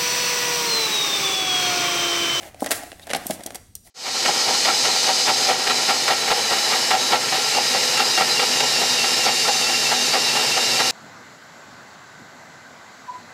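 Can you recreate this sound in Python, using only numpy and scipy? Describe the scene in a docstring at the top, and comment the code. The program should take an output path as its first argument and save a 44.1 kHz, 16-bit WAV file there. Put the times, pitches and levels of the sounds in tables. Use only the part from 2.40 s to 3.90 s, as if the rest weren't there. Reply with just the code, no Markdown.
"""Sharp snaps, hollow knocks and a fine rustle echo in a hard room, over a faint low hum of air.
Hands are unfolding a stiff clear plastic box above a table. Creases snap and ring the panels,
and the panels knock as they buckle. Sheet slides on sheet, rustling with a few faint squeaks,
and free edges flick past each other with a bright ping."""
import sys
import numpy as np
from scipy import signal
from scipy.fft import rfft, irfft, next_fast_len
from scipy.io import wavfile
from scipy.ndimage import uniform_filter1d

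SR = 44100
rng = np.random.default_rng(int(sys.argv[2]) if len(sys.argv) > 2 else 0)


def generate_wav(sig):
    """Save sig (samples, or channels by samples) to the path in sys.argv[1] as 16-bit PCM at SR."""
    pcm = np.round(np.clip(np.atleast_2d(sig).T, -1, 1) * 32767).astype(np.int16)
    wavfile.write(sys.argv[1], SR, pcm)


N = 66150

# bright tone shared by ticks, scrapes and grit (frequency [Hz], level [dB])
BRIGHT_TONE = [(2000, -15.5), (4000, 2.5), (5600, 4), (6700, 4), (8500, 7.5), (11000, 6), (13500, 0.5),
               (15000, -6), (16000, 6.5)]


def undb(db):
    """Turn decibels into a gain."""
    return 10 ** (np.asarray(db) / 20)


def unit(x):
    """Scale a sound to an average power of 1."""
    return x / np.sqrt(np.mean(x ** 2) + 1e-20)


def fade(t, seconds):
    """A fade that falls 60 dB in the given time."""
    return np.exp(-np.log(1000) * t / seconds)


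def colour(x, points):
    """Shape a sound's tone to an outline of (frequency [Hz], level [dB]) points."""
    size = 2 * next_fast_len(len(x))
    hz, db = np.array(points, float).T
    bin_hz = np.maximum(np.arange(size // 2 + 1) * SR / size, 1)
    gain = undb(np.interp(np.log(bin_hz), np.log(hz), db))
    cepstrum = irfft(np.log(gain))
    # fold it so the filter rings after a click, never before
    cepstrum[1:size // 2] *= 2
    cepstrum[size // 2 + 1:] = 0
    return irfft(rfft(x, size) * np.exp(rfft(cepstrum)))[:len(x)]


def burst(x, db):
    """Give a short sound the energy of 10 ms at this level."""
    return x * undb(db) * np.sqrt(SR / 100 / np.sum(x ** 2))


def add(out, start_s, x):
    """Mix x into out at the given time."""
    i = max(int(start_s * SR), 0)
    out[i:i + len(x)] += x[:max(N - i, 0)]


def air_hum(level_db=-54.5):
    """The air in the room: faint, steady, low noise."""
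    # tone of the hum (frequency [Hz], level [dB])
    hum_tone = [(20, -7.5), (55, 4), (90, 6), (150, -3), (300, -8), (700, -28.5), (1200, -45),
                (4000, -26.5), (16000, -39)]
    return undb(level_db) * unit(colour(rng.standard_normal(N), hum_tone))


def room(x, t, split_hz=5000, low_fade_s=0.54, high_fade_s=0.73, build_s=0.0066, tail_gain_db=-8):
    """Sound bounces off table and wall, then blurs into a tail whose treble lasts longest."""
    # tone of the tail (frequency [Hz], level [dB])
    tail_tone = [(100, 7), (250, -1.5), (450, -0.5), (700, -10.5), (1150, 2.5), (2200, -3), (5000, -5),
                 (9000, -6), (16000, -10.5)]
    # first bounces off table and wall (delay [ms], level [dB])
    bounces = [(8.6, -22.5), (12.2, -33.5)]
    noise = rng.standard_normal(N)
    low = signal.sosfiltfilt(signal.butter(2, split_hz, fs=SR, output="sos"), noise)
    tail = low * fade(t, low_fade_s) + (noise - low) * fade(t, high_fade_s)
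    tail *= 1 - np.exp(-t / build_s)
    echo = colour(tail / np.sqrt(np.sum(tail ** 2)), tail_tone) * undb(tail_gain_db)
    for ms, db in bounces:
        add(echo, ms / 1000, undb([db]))
    return x + signal.fftconvolve(x, echo)[:N]


def squeaks(t, roughness=0.034):
    """Plastic sticks and slips: short, rough squeaks that rise and fall a little in pitch."""
    # squeaks (middle [s], half length [s], top pitch [Hz], level [dB], pitch arch [no unit])
    drags = [(0.2, 0.0018, 5300, -48, .01), (0.258, 0.004, 6000, -46, 0.0075),
             (0.291, .0025, 6000, -35.5, .005), (.632, .009, 3850, -45.5, 0.077),
             (1.475, .003, 2000, -52.5, 0.0088)]
    out = np.zeros(N)
    for middle, half_length, top_hz, db, arch in drags:
        off_peak = np.minimum(((t - middle) / half_length) ** 2, 30)
        jitter = unit(uniform_filter1d(rng.standard_normal(N), size=12))
        hz = top_hz * np.exp(-arch * off_peak) * (1 + roughness * jitter)
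        flutter = unit(1 + unit(uniform_filter1d(rng.standard_normal(N), size=24)))
        tone = np.sqrt(2) * np.sin(2 * np.pi * np.cumsum(hz) / SR)
        out += undb(db) * np.exp(-off_peak / 2) * flutter * tone
    return out


def grains(clicks_per_s=12000, spread_db=1.5):
    """Rubbing surfaces catch and let go in many tiny clicks of uneven size."""
    clicks = (rng.random(N) < clicks_per_s / SR) * rng.standard_normal(N)
    return unit(clicks * undb(spread_db * rng.standard_normal(N)))


def rustle(t):
    """Sheet slides on sheet; now and then an edge scrapes more brightly."""
    # loudness of the sliding (time [s], level [dB])
    slide_levels = [(0, -45.5), (.025, -39), (.075, -38.5), (.125, -54.5), (.18, -50.5), (.23, -42),
                    (.30, -40.5), (.38, -37), (.47, -44.5), (.57, -55.5), (.63, -53), (.68, -47.5),
                    (.70, -37.5), (.73, -43.5), (.80, -40), (.93, -43), (1.0, -47), (1.09, -50.5),
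                    (1.18, -51.5), (1.25, -77), (1.42, -77), (1.475, -53), (1.5, -63)]
    # tone of the sliding (frequency [Hz], level [dB])
    slide_tone = [(80, 7.5), (180, -3), (310, 8.5), (420, -6), (700, 10.5), (1100, -9), (2000, -3),
                  (4500, -12), (9000, -11.5), (16000, -18)]
    # light hissing scrapes (middle [s], half length [s], level [dB])
    scrapes = [(0.225, 0.017, -35.5), (0.346, 0.038, -30.5), (0.627, 0.028, -51), (0.893, 0.039, -36.5),
               (0.937, 0.018, -37), (1.466, 0.023, -47.5)]
    slide_gain = undb(np.interp(t, *np.array(slide_levels).T))
    slide = unit(colour(grains(), slide_tone)) * slide_gain
    scrape_gain = sum(undb(db) * np.exp(-((t - middle) / half) ** 2) for middle, half, db in scrapes)
    return slide + unit(colour(grains(), BRIGHT_TONE)) * scrape_gain


def flicks(focus_octaves=0.53, rise_s=0.00043, grit_db=-2, detune=0.019):
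    """An edge slips free and the thin sheet pings, with some grit; each bend shifts its notes a little."""
    # edge flicks (time [s], level [dB], most strongly rung frequency [Hz], fade time [s])
    edge_flicks = [(.8671, -26, 11400, .018), (1.0356, -44, 7100, 0.029), (1.0621, -30, 8700, .02),
                   (1.1558, -33.5, 7400, 0.017), (1.3525, -31.5, 9200, 0.017)]
    # natural notes of the thin sheet (frequency [Hz], level [dB])
    sheet_notes = [(3300, 20), (4680, 5.5), (5820, 6), (6550, 0), (7300, -2), (8050, 0.5), (8570, 4.5),
                   (10450, 0), (11900, 5.5), (14400, -2)]
    out, t = np.zeros(N), np.arange(4096) / SR
    for start, db, centre_hz, fade_s in edge_flicks:
        ring = np.zeros(len(t))
        for hz, note_db in sheet_notes:
            focus = np.exp(-(np.log2(hz / centre_hz) / focus_octaves) ** 2 / 2)
            bent_hz = hz * (1 + detune * rng.uniform(-1, 1))
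            ring += undb(note_db) * focus * np.sin(2 * np.pi * (bent_hz * t + rng.random()))
        grit = undb(grit_db) * unit(colour(rng.standard_normal(len(t)), BRIGHT_TONE))
        ping = (unit(ring) + grit) * (1 - np.exp(-t / rise_s)) * fade(t, fade_s)
        add(out, start, burst(ping, db))
    return out


def knocks(push_ms=0.61):
    """A panel pops through: a soft push rings two low notes, whose pitch depends on how it is bent."""
    # buckling panels (time [s], level [dB], low note [Hz], upper note [Hz], upper gain [dB], fade time [s])
    buckles = [(.2217, -21.5, 290, 560, 1, .013), (.2256, -21, 290, 750, 5, .019),
               (.519, -44, 290, 620, -3, .05), (.737, -34, 240, 510, 3, .025),
               (.8575, -31.5, 245, 700, -1, .03), (.8988, -21.5, 205, 630, 6, .04),
               (.9035, -30, 330, 750, -1, .03), (1.0595, -35, 305, 600, -3, .022),
               (1.127, -44, 260, 600, -4, .03)]
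    out, t = np.zeros(N), np.arange(8192) / SR
    push = np.exp(-(2 * (t * 1000 / push_ms - 1.5)) ** 2)
    for start, db, low_hz, upper_hz, upper_db, fade_s in buckles:
        notes = np.cos(2 * np.pi * low_hz * t) + undb(upper_db) * np.cos(2 * np.pi * upper_hz * t)
        knock = signal.fftconvolve(notes * fade(t, fade_s), push)[:len(t)]
        add(out, start, burst(knock, db))
    return out


def snaps(rise_s=0.00032, ring_stretch=1.17, crack_stretch=1.65, base_cutoff_hz=11800, octaves_per_db=0.62):
    """A crease gives way in a quick rush of slips: a low panel ring, a crack and a bright tick."""
    # crease snaps (time [s], ring level [dB], crack level [dB], tick level [dB], tick decay [ms])
    creases = [(0.03, -43, -42, -54, 2.6), (0.145, -43, -48.5, -64, 0.47), (0.2052, -52, -44.5, -39, 1.5),
               (0.244, -38, -34.5, -35, 1.7), (0.261, -29, -31.5, -28.5, 2.3),
               (0.267, -32.5, -35.5, -38.5, 3.4), (0.274, -59, -36, -54, 1.5), (0.3035, -33, -46, -51, 1.2),
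               (0.3077, -26, -28.5, -20.5, 2.7), (0.3148, -39, -20.5, -19, 1.33),
               (0.3175, -25, -23.5, -20, 7.5), (0.4335, -36, -46, -41.5, 2.5),
               (0.5175, -50.5, -40.5, -46, 1.14), (0.528, -42, -49, -59, 1.7),
               (0.5955, -51.5, -46.5, -51, 1.7), (0.669, -40, -44, -43.5, 3),
               (0.675, -39.5, -45, -52.0, 1.5), (0.695, -39.4, -38, -45, 1.6),
               (0.702, -30.5, -32.5, -41.5, 2), (0.707, -51, -35.5, -39.7, 1.4),
               (0.711, -32, -29, -37.5, 3), (0.7335, -24.5, -22.5, -27.0, 2.4), (0.747, -33, -28.5, -35, 2),
               (0.7493, -23.5, -27, -33, 1.16), (0.758, -25.5, -33.3, -36, 3),
               (0.7635, -35, -35.5, -31, 5.6), (0.9075, -28.5, -31.5, -26.5, 4.2),
               (0.994, -39, -54, -58, 2.9), (1.006, -38.5, -45.5, -47.9, 4.8),
               (1.0352, -59, -49, -37.5, 3.6), (1.062, -43.5, -45.5, -32.5, 5.4),
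               (1.071, -36.5, -44, -56, 8.2), (1.1052, -40.5, -42, -44.5, 2.2),
               (1.1215, -51, -56, -52, 0.62), (1.146, -39, -40.5, -34, 5.7), (1.155, -44.5, -44, -39, 6.2),
               (1.3601, -66, -64, -45, 6.6)]
    # tone of the panel ring (frequency [Hz], level [dB])
    ring_tone = [(90, -25), (200, -8), (300, -6.5), (420, -6.5), (560, 3.5), (760, 3.5), (950, -12.5),
                 (1400, -24), (4000, -56.5)]
    # tone of the crack (frequency [Hz], level [dB])
    crack_tone = [(300, -17), (500, -20.5), (1000, -4), (1400, -0.5), (1850, 8), (2500, 0), (3300, 1.5),
                  (4500, -6), (7000, -13), (11000, -9), (16000, -65)]
    out, t = np.zeros(N), np.arange(4096) / SR
    for start, ring_db, crack_db, tick_db, decay_ms in creases:
        decay_s = decay_ms / 1000
        slips = rng.standard_normal((3, len(t))) * (1 - np.exp(-t / rise_s))
        ring = colour(slips[0] * np.exp(-t / (decay_s * ring_stretch)), ring_tone)
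        crack = colour(slips[1] * np.exp(-t / (decay_s * crack_stretch)), crack_tone)
        # snaps with more crack than tick are duller
        cutoff_hz = min(base_cutoff_hz * 2 ** (octaves_per_db * (tick_db - crack_db)), .45 * SR)
        treble_cut = signal.butter(1, cutoff_hz, fs=SR, output="sos")
        tick = colour(signal.sosfilt(treble_cut, slips[2] * np.exp(-t / decay_s)), BRIGHT_TONE)
        add(out, start, burst(ring, ring_db) + burst(crack, crack_db) + burst(tick, tick_db))
    return out


def scene(bass_cut_hz=166):
    """The box, whose light panels give off little bass, in the room over a low hum of air."""
    t = np.arange(N) / SR
    box = snaps() + flicks() + knocks() + rustle(t) + squeaks(t)
    box = signal.sosfilt(signal.butter(2, bass_cut_hz, "high", fs=SR, output="sos"), box)
    return (room(box, t) + air_hum())[None]


def record(dry, ceiling=.34, top_hz=15800):
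    """Round off the loudest peaks and cut the highest treble."""
    rounded = dry / (1 + (dry / ceiling) ** 8) ** .125
    return signal.sosfilt(signal.ellip(10, .2, 70, top_hz, fs=SR, output="sos"), rounded)


dry = scene()
out = record(dry)
generate_wav(out)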